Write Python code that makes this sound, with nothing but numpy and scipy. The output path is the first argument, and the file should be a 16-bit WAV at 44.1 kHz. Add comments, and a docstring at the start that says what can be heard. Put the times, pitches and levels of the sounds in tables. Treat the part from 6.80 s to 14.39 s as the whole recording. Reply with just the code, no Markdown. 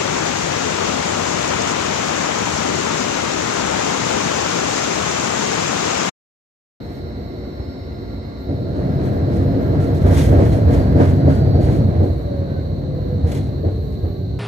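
"""Braking tram on a rough crossing

Inside a tram that brakes gently over a rough road crossing, heard from a seat by the door. Filtered noise
makes the wheel roar; short low swings and swells of noise make the blows from the rail. Bursts of ticks make
loose door fittings rattle, after a soft fading hiss at the start. Drive tones fall with the speed, and a wheel
sings briefly three times. Beneath lie steady ventilation (noise and hum), the noisy rush of the converter and
the thin two-tone whistle of the inverter."""
import sys
import numpy as np
from scipy import signal
from scipy.fft import rfft, irfft
from scipy.io import wavfile
from scipy.ndimage import uniform_filter1d

SR = 44100
rng = np.random.default_rng(int(sys.argv[2]) if len(sys.argv) > 2 else 0)


def log_audio(samples):
    """Write samples as a 16-bit WAV file to the path given in sys.argv[1]."""
    # one column per channel
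    frames = np.atleast_2d(samples).T
    # limit to full scale, then quantise
    limited = np.clip(frames, -1, 1)
    pcm = np.round(limited * 32767).astype(np.int16)
    wavfile.write(sys.argv[1], SR, pcm)


N = 334719
TAPS = 8192  # filter length in samples
TIME = np.arange(N) / SR
FREQ = np.arange(TAPS + 1) * SR / (2 * TAPS)
LEFT_LAG_S = .00034  # sound from the right reaches the left ear this much later


def undb(db):
    """Turn decibels into a gain."""
    return 10 ** (np.asarray(db) / 20)


def unit(x):
    """Scale to rms 1."""
    return x / np.sqrt(np.mean(x ** 2))


def curves(rows):
    """Join the columns of a table by straight lines in time."""
    s, *columns = np.transpose(rows)
    return [np.interp(TIME, s, column) for column in columns]


def contour(points):
    """Join points by straight lines on a log-frequency axis."""
    hz, value = np.transpose(points)
    return np.interp(np.log(FREQ + 1), np.log(hz), value)


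def lift(at_hz, rings):
    """What a set of resonances adds at a frequency, in dB."""
    return sum(db / (1 + (2 * (at_hz - hz) / width) ** 2) for hz, width, db in rings)


def colour(x, spectrum, rings=()):
    """Give noise a broad spectrum with narrow resonances on it; white noise keeps its level."""
    db = contour(spectrum) + lift(FREQ, rings)
    # minimum phase: the filter responds at once and never ahead of its input
    cepstrum = irfft(np.log(undb(db)))[:TAPS]
    response = irfft(np.exp(2 * rfft(cepstrum, 2 * TAPS) - cepstrum[0]))[:TAPS]
    return signal.oaconvolve(x, response[None] / np.linalg.norm(response))[:, :N]


def weigh(x, gain, size=2048):
    """Filter one channel with a smooth complex gain over frequency."""
    response = np.roll(irfft(gain), size)[:2 * size + 1]
    return signal.oaconvolve(x, response, mode="same")


def walk(rate, size=6):
    """Wander smoothly at random: levels held 1 / rate s, then slewed twice; spread 1."""
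    held = np.repeat(rng.standard_normal(int(TIME[-1] * rate) + 2), size)
    slewed = unit(uniform_filter1d(uniform_filter1d(held, size), size))
    return np.interp(TIME * rate * size, np.arange(len(slewed)), slewed)


# How alike the noise is at the two ears: f/Hz, correlation (1 is identical)
EAR_LIKENESS = [(40, .94), (120, .94), (290, .9), (600, .72), (1000, .45), (1500, .35), (3000, .15),
                (8000, .25), (15000, .3)]


def field():
    """White noise from all around: alike at both ears in the bass, mostly unrelated in the treble."""
    alike = np.clip(contour(EAR_LIKENESS), -.99, .99)
    mid = weigh(rng.standard_normal(N), np.sqrt((1 + alike) / 2))
    side = weigh(rng.standard_normal(N), np.sqrt((1 - alike) / 2))
    return np.array([mid + side, mid - side])


def tone(hz, waver, waver_hz):
    """A line whose strength and phase wander at each ear as the paths through the cabin shift."""
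    phase = (2 * np.pi * (np.cumsum(hz + 0 * TIME) / SR % 1)).astype(np.float32)
    cos, sin = np.cos(phase), np.sin(phase)
    ears = [cos + waver * (cos * walk(waver_hz) + sin * walk(waver_hz)) for ear in range(2)]
    return unit(np.array(ears))


def swell(age, rise_s):
    """The envelope of a blow: up to 1 in rise_s, then dying away."""
    return age / rise_s * np.exp(1 - age / rise_s)


def add(track, s, sound):
    """Mix a short sound into a track at s seconds."""
    part = track[int(s * SR):][:len(sound)]
    part += sound[:len(part)]


def braking(start_s=2.2, ramp_s=4.1):
    """Brake effort from 0 to 1: it comes on evenly and then stays full."""
    return np.clip((TIME - start_s) / ramp_s, 0, 1)


# Gear mesh tone at the start, and how fast drag and the full brake lower it
MESH_HZ, COAST_HZ_PER_S, BRAKE_HZ_PER_S = 701, 4.4, 86


def speed():
    """Speed as a share of the speed at the start: drag and the brake wear it down."""
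    return 1 - np.cumsum(COAST_HZ_PER_S + BRAKE_HZ_PER_S * braking()) / SR / MESH_HZ


# Track, smooth, paved, crossing, smooth: t/s, rumble level/dB, rail hiss level/dB (before trims)
TRACK_ROUGHNESS = [(0, -30.5, -46.5), (.65, -29.5, -48), (1, -31, -48.5), (1.63, -32, -47.5),
                   (1.74, -22, -50), (1.92, -21, -45), (2.05, -16.5, -39.5), (3.2, -14, -38),
                   (3.55, -11, -36.5), (4.35, -12.5, -38), (4.9, -11.5, -41), (5.2, -14, -40),
                   (5.38, -20.5, -45.5), (5.7, -19.5, -45), (5.95, -21.5, -49), (6.5, -18, -45.5),
                   (7.05, -22.5, -51.5), (7.59, -24, -59)]
# Colours of floor boom, body rumble, wheel roar and rail hiss: f/Hz, relative level/dB (per Hz)
BOOM_COLOUR = [(15, -54), (25, -31), (32, -36), (45, -9.5), (58, 20.5), (68, 17.5), (85, 14), (130, -47.5)]
RUMBLE_COLOUR = [(40, -25.5), (62, -7.5), (80, -1), (95, 1.5), (140, -3), (190, -11), (300, -27.5),
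                 (500, -79)]
ROAR_COLOUR = [(120, -31.5), (220, -3.5), (280, -1.5), (400, -6.5), (600, -7.5), (700, -9), (820, -19.5),
               (1100, -46), (2000, -76)]
RAIL_COLOUR = [(500, -16.5), (850, 6), (1250, 0), (1600, -0.5), (2050, -4), (2500, -14), (3300, -16.5),
               (5000, -20), (9000, -33.5), (15500, -43)]
# Resonances of the car body: f/Hz, width/Hz, lift level/dB (negative is a dip)
BODY_RINGS = [(91, 9, 4.5), (121.3, 8.5, -4.5), (139.3, 33, 5), (182.8, 25.7, 5), (214, 6.8, 4),
              (270.3, 25.6, 6.5), (328.7, 15.4, 5), (394, 28, 4.5), (434, 22, -3), (467.7, 27, 6.5),
              (586.5, 21, 5), (1100, 14, 1.5), (1620, 25, 5)]


def rolling(boom_db=-26, boom_follow=0.27, rumble_db=-2, hiss_db=-0.5):
    """Rough rail shakes the body: boom and rumble below, juddering roar and hiss above."""
    rumble, hiss = curves(TRACK_ROUGHNESS)
    boom = boom_follow * rumble + boom_db
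    # the roar follows the rumble and eases as the tram slows
    roar = 0.77 * rumble - 15 * (1 - speed()) - 10
    judder = 0.34 * walk(60)  # dB; the hiss judders 2.6 times as deeply as the roar
    floor = colour(field(), BOOM_COLOUR) * undb(boom)
    body = colour(field(), RUMBLE_COLOUR, BODY_RINGS) * undb(rumble + rumble_db)
    wheels = colour(field() * undb(judder), ROAR_COLOUR, BODY_RINGS) * undb(roar)
    rail = colour(field() * undb(2.6 * judder), RAIL_COLOUR, BODY_RINGS) * undb(hiss + hiss_db)
    return floor + body + wheels + rail


# Gear tones: f as a multiple of the mesh, coasting level/dB, change of level/dB under full brake
GEAR_TONES = [(1, -49, 7), (2, -60, -3), (3.965, -79, 15)]
# The motor's slot whistle and its side line: f as a multiple of the mesh, relative level/dB
SLOT_TONES = [(7.338, 0), (7.51, -10)]
# Strength of the slot whistle: t/s, level/dB before resonances
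SLOT_LEVEL = [(0, -64), (3, -66.5), (4.8, -58.5), (5.2, -67), (7.59, -83)]
# Resonances of the drive's casing and mounts: f/Hz, width/Hz, lift level/dB
MOUNT_RINGS = [(448, 20, 8), (498.5, 21, 11.5), (560, 34, 11), (1010, 24, 14), (1107, 30, 12),
               (1359, 41, 14.5), (4490, 190, 12.5), (4760, 60, 6.5), (4978, 22, 8), (5050, 26, 7.5),
               (5112, 16, 5.5)]
# Air whistling through the motor: t/s, level/dB
MOTOR_AIR_LEVEL = [(0, -54.5), (1.7, -56.5), (3, -89), (5, -85), (7.59, -64)]
# Its colour: f/Hz, relative level/dB (per Hz)
MOTOR_AIR_COLOUR = [(1500, -36), (1900, -2), (2120, 4.5), (2280, -9), (2500, -55.5)]


def drive():
    """Gear and slot tones fall with the speed and swell in each resonance; motor air fades, then returns."""
    hz = MESH_HZ * speed() * (1 + 0.00029 * walk(12))
    effort = braking()
    gear, slots = 0, 0
    for multiple, db, load_db in GEAR_TONES:
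        level = db + load_db * effort + lift(multiple * hz, MOUNT_RINGS)
        gear = gear + tone(multiple * hz, waver=.65, waver_hz=26) * undb(level)
    for multiple, db in SLOT_TONES:
        level = db + lift(multiple * hz, MOUNT_RINGS)
        slots = slots + tone(multiple * hz, waver=.35, waver_hz=36) * undb(level)
    air = colour(field(), MOTOR_AIR_COLOUR) * undb(curves(MOTOR_AIR_LEVEL)[0])
    return gear + slots * undb(curves(SLOT_LEVEL)[0]) + air


# Bursts of chatter from the door fittings, after a soft fading hiss at the start (first row):
# t/s, peak level/dB before bounce, build-up t/s
RATTLE_BURSTS = [(0, -59, 0.17), (1.962, -59, .008), (2.21, -51, 0.054), (2.51, -49.5, .06),
                 (2.8, -57, 0.044), (2.998, -46, .003), (3.028, -47.5, .004), (3.145, -47, .004),
                 (3.178, -51, .003), (3.21, -49, .003), (3.256, -43.5, 0.013), (3.303, -31, .11),
                 (3.56, -44.5, 0.093), (3.69, -44, 0.057), (3.905, -40.5, .035), (4.17, -43.5, 0.11),
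                 (4.48, -46.5, 0.076), (4.8, -44.5, .05), (4.89, -46, 0.055), (5.228, -53, .01),
                 (6.465, -46, 0.022), (6.515, -40.5, 0.0054), (6.538, -44, 0.01), (7.12, -58, .008)]
# Colour of the fittings: f/Hz, relative level/dB (per Hz)
FITTING_COLOUR = [(500, -35), (1200, -3), (2100, 15.5), (2700, 6), (3500, 7.5), (5000, 4), (6300, 4),
                  (7500, 3), (9400, -0.5), (11500, -2.5), (14500, -7), (15700, -16)]
# Their resonances: f/Hz, width/Hz, lift level/dB
RINGS_OF_FITTINGS = [(2840, 50, 4), (3260, 40, 4), (3424, 30, 7), (5940, 50, 4), (7422, 30, 7),
                     (9008, 30, 7), (9250, 140, 3), (9800, 40, 6)]


def rattle(ticks_per_s=3600, fall_s=0.063, cabin_db=1, panel_db=-5):
    """After a soft fading hiss, loose fittings bounce in bursts of ticks, in a wash of reflections."""
    power, age = np.zeros(N), TIME[:SR // 2]
    for s, db, rise_s in RATTLE_BURSTS:
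        fall = np.exp(-np.maximum(age - rise_s, 0) / fall_s)
        add(power, s, np.minimum(age / rise_s, 1) * (undb(db) * fall) ** 2)
    shake = np.sqrt(power) * undb(1.4 * walk(85))  # bouncing wavers the level
    ticks = unit((rng.random(N) < ticks_per_s / SR) * np.sign(rng.standard_normal(N)))
    # the ticks reach the left ear a little later
    ears = np.array([np.roll(ticks, int(LEFT_LAG_S * SR)), ticks])
    chatter = unit(ears + undb(cabin_db) * field()) * shake
    fittings = colour(chatter, FITTING_COLOUR, RINGS_OF_FITTINGS)
    panels = colour(field() * shake, RAIL_COLOUR, BODY_RINGS) * undb(panel_db)
    return fittings + panels


# Colour of the ventilation: f/Hz, relative level/dB (per Hz)
VENT_COLOUR = [(200, 9), (700, 0), (1100, 0.5), (1700, -12), (3000, -7.5), (4200, -22.5), (5000, -17),
               (6000, -10.5), (7000, -24.5), (7700, -14.5), (9000, -57), (15500, -38)]
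# Its humps: f/Hz, width/Hz, lift level/dB
VENT_RINGS = [(1147, 4.6, 18), (5300, 200, 3.3), (9760, 120, 8)]
# Hum of the blowers: f/Hz, level/dB
BLOWER_HUM = [(220.7, -42), (366, -41), (466, -47)]


def ventilation(vent_db=-52):
    """Moving air hisses with a slight waver while the blowers hum at fixed pitches."""
    hiss = colour(field(), VENT_COLOUR, VENT_RINGS) * undb(vent_db + .4 * walk(1))
    hum = sum(undb(db) * tone(hz, waver=0.74, waver_hz=14) for hz, db in BLOWER_HUM)
    return hiss + hum


# Colour of the traction converter's rush: f/Hz, relative level/dB (per Hz)
CONVERTER_COLOUR = [(3000, -71), (3550, -6), (3900, 5), (4150, 8), (4480, 1.5), (4750, -11.5), (5300, -56)]


def converter(rush_db=-51.5, flicker_db=0.27):
    """The traction converter gives a narrow, faintly flickering rush, stronger at the right ear."""
    ears = undb([[-2.25], [2.25]])  # left, right
    return colour(field(), CONVERTER_COLOUR) * ears * undb(rush_db + flicker_db * walk(40))


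# Strength of the inverter whistle: t/s, level/dB of its main line
INVERTER_LEVEL = [(0, -68.5), (1.1, -71.5), (2, -68), (2.4, -66), (3.2, -61.5), (4.2, -66), (5.3, -67.5),
                  (5.7, -71), (7.59, -66.5)]
# Its lines: f/Hz, relative level/dB
INVERTER_TONES = [(11977, 0), (11919, -10)]


def inverter():
    """The inverter's switching whistles thinly on two close, steady pitches."""
    whistle = sum(undb(db) * tone(hz, waver=0.49, waver_hz=30) for hz, db in INVERTER_TONES)
    return whistle * undb(curves(INVERTER_LEVEL)[0])


# Blows from the rail: t/s, thud level/dB, clack level/dB, rim scrape level/dB, floor boom level/dB,
# rise of the clack t/s (levels before the trims below)
RAIL_BLOWS = [(1.684, -21.5, -22, -47, -29, 0.017), (2.081, -21, -31, -50, -32, 0.03),
              (2.581, -16, -21.5, -43, -43, 0.014), (2.919, -9, -18, -40, -28, 0.022),
              (3.234, -5.5, -13, -34.5, -15, 0.028), (3.288, -6, -14, -32.5, -13.5, 0.024),
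              (3.509, -12, -10.5, -33, -34, 0.02), (3.574, -3.5, -11, -32.5, -32, 0.024),
              (3.655, -7.5, -20, -48, -20, 0.013), (3.872, -8, -16, -33.5, -14.5, 0.034),
              (3.93, -24, -14, -34.5, -30, 0.026), (4.147, -11, -10.5, -34, -32, 0.018),
              (4.187, -15, -7, -28.5, -32, 0.014), (4.443, -7.5, -12.5, -39, -41, 0.0067),
              (4.465, -23, -7.5, -36.5, -51, 0.011), (4.727, -15, -14.5, -40, -40, 0.018),
              (4.783, -7, -13.5, -41, -37, 0.013), (4.858, -10.5, -16, -37, -33, 0.016),
              (5.196, -14, -13.5, -49, -27, 0.025), (5.26, -30, -27, -60, -21.5, 0.0092),
              (6.431, -4.5, -23.5, -44, -24, 0.041), (6.836, -30, -17, -44.5, -31, 0.0093),
              (6.856, -9.5, -19, -54, -26.5, 0.017), (6.982, -19, -38, -64, -24.5, .01),
              (7.228, -9.5, -22.5, -48, -35, 0.02)]


def blows(thud_hz=88, thud_rise_s=0.013, boom_rise_s=0.083, scrape_rise_s=0.033,
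          thud_db=-0.5, clack_db=-3, boom_db=-3, scrape_db=-0.5):
    """A wheel drops on a gap: the floor swings and booms, the bogie clacks and the rim scrapes."""
    thuds, clacks, scrapes, booms = np.zeros((4, N))
    age = TIME[:SR // 2]
    swing = np.sin(2 * np.pi * thud_hz * age) * swell(age, thud_rise_s)
    # overlapping noises add as power, so all but the thuds are squared here
    for s, thud, clack, scrape, boom, rise_s in RAIL_BLOWS:
        add(thuds, s, undb(thud) * swing)
        add(clacks, s, (undb(clack) * swell(age, rise_s)) ** 2)
        add(scrapes, s, (undb(scrape) * swell(age, scrape_rise_s)) ** 2)
        add(booms, s, (undb(boom) * swell(age, boom_rise_s)) ** 2)
    floor = undb(thud_db) * thuds + undb(boom_db) * colour(field(), BOOM_COLOUR) * np.sqrt(booms)
    bogie = undb(clack_db) * colour(field() * np.sqrt(clacks), ROAR_COLOUR, BODY_RINGS)
    grit = undb(scrape_db + 1.0 * walk(140))  # the scrape is rough
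    rim = colour(field() * np.sqrt(scrapes) * grit, RAIL_COLOUR, BODY_RINGS)
    return floor + bogie + rim


# Brief singing of a wheel: t/s at its peak, f/Hz, level/dB, time from peak to 1/e t/s
WHEEL_SINGS = [(4.55, 1450, -47, 0.16), (5.753, 1520, -48, 0.065), (7.03, 1077, -53.5, 0.18)]


def singing():
    """A wheel rubs the rail and rings briefly in one of its modes."""
    total = 0
    for s, hz, db, length_s in WHEEL_SINGS:
        envelope = undb(db) * np.exp(-((TIME - s) / length_s) ** 2)
        total = total + envelope * tone(hz, waver=1.0, waver_hz=28.8)
    return total


# Shading of the left ear from the running gear: f/Hz, level/dB
LEFT_EAR_SHADE = [(50, -.8), (130, 0), (280, .5), (550, -.6), (1100, -2), (2200, -1.4), (4000, -1.5),
                  (8000, 0)]


def scene():
    """The running gear lies to the right: at the left ear it is later, and weaker from about 1 to 4 kHz."""
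    left, right = rolling() + drive() + blows() + singing()
    lag = np.exp(-2j * np.pi * FREQ * LEFT_LAG_S)
    left = weigh(left, undb(contour(LEFT_EAR_SHADE)) * lag)
    return np.array([left, right]) + rattle() + ventilation() + converter() + inverter()


def record(dry, top_hz=15550, fade_s=.004):
    """Round the highest peaks, fade both ends briefly and cut everything above top_hz."""
    rounded = dry / (1 + dry ** 8) ** (1 / 8)
    fade = np.minimum(np.minimum(TIME, TIME[::-1]) / fade_s, 1)
    low_pass = signal.ellip(10, .2, 70, top_hz, fs=SR, output="sos")
    return signal.sosfilt(low_pass, rounded * fade)


dry = scene()
out = record(dry)
log_audio(out)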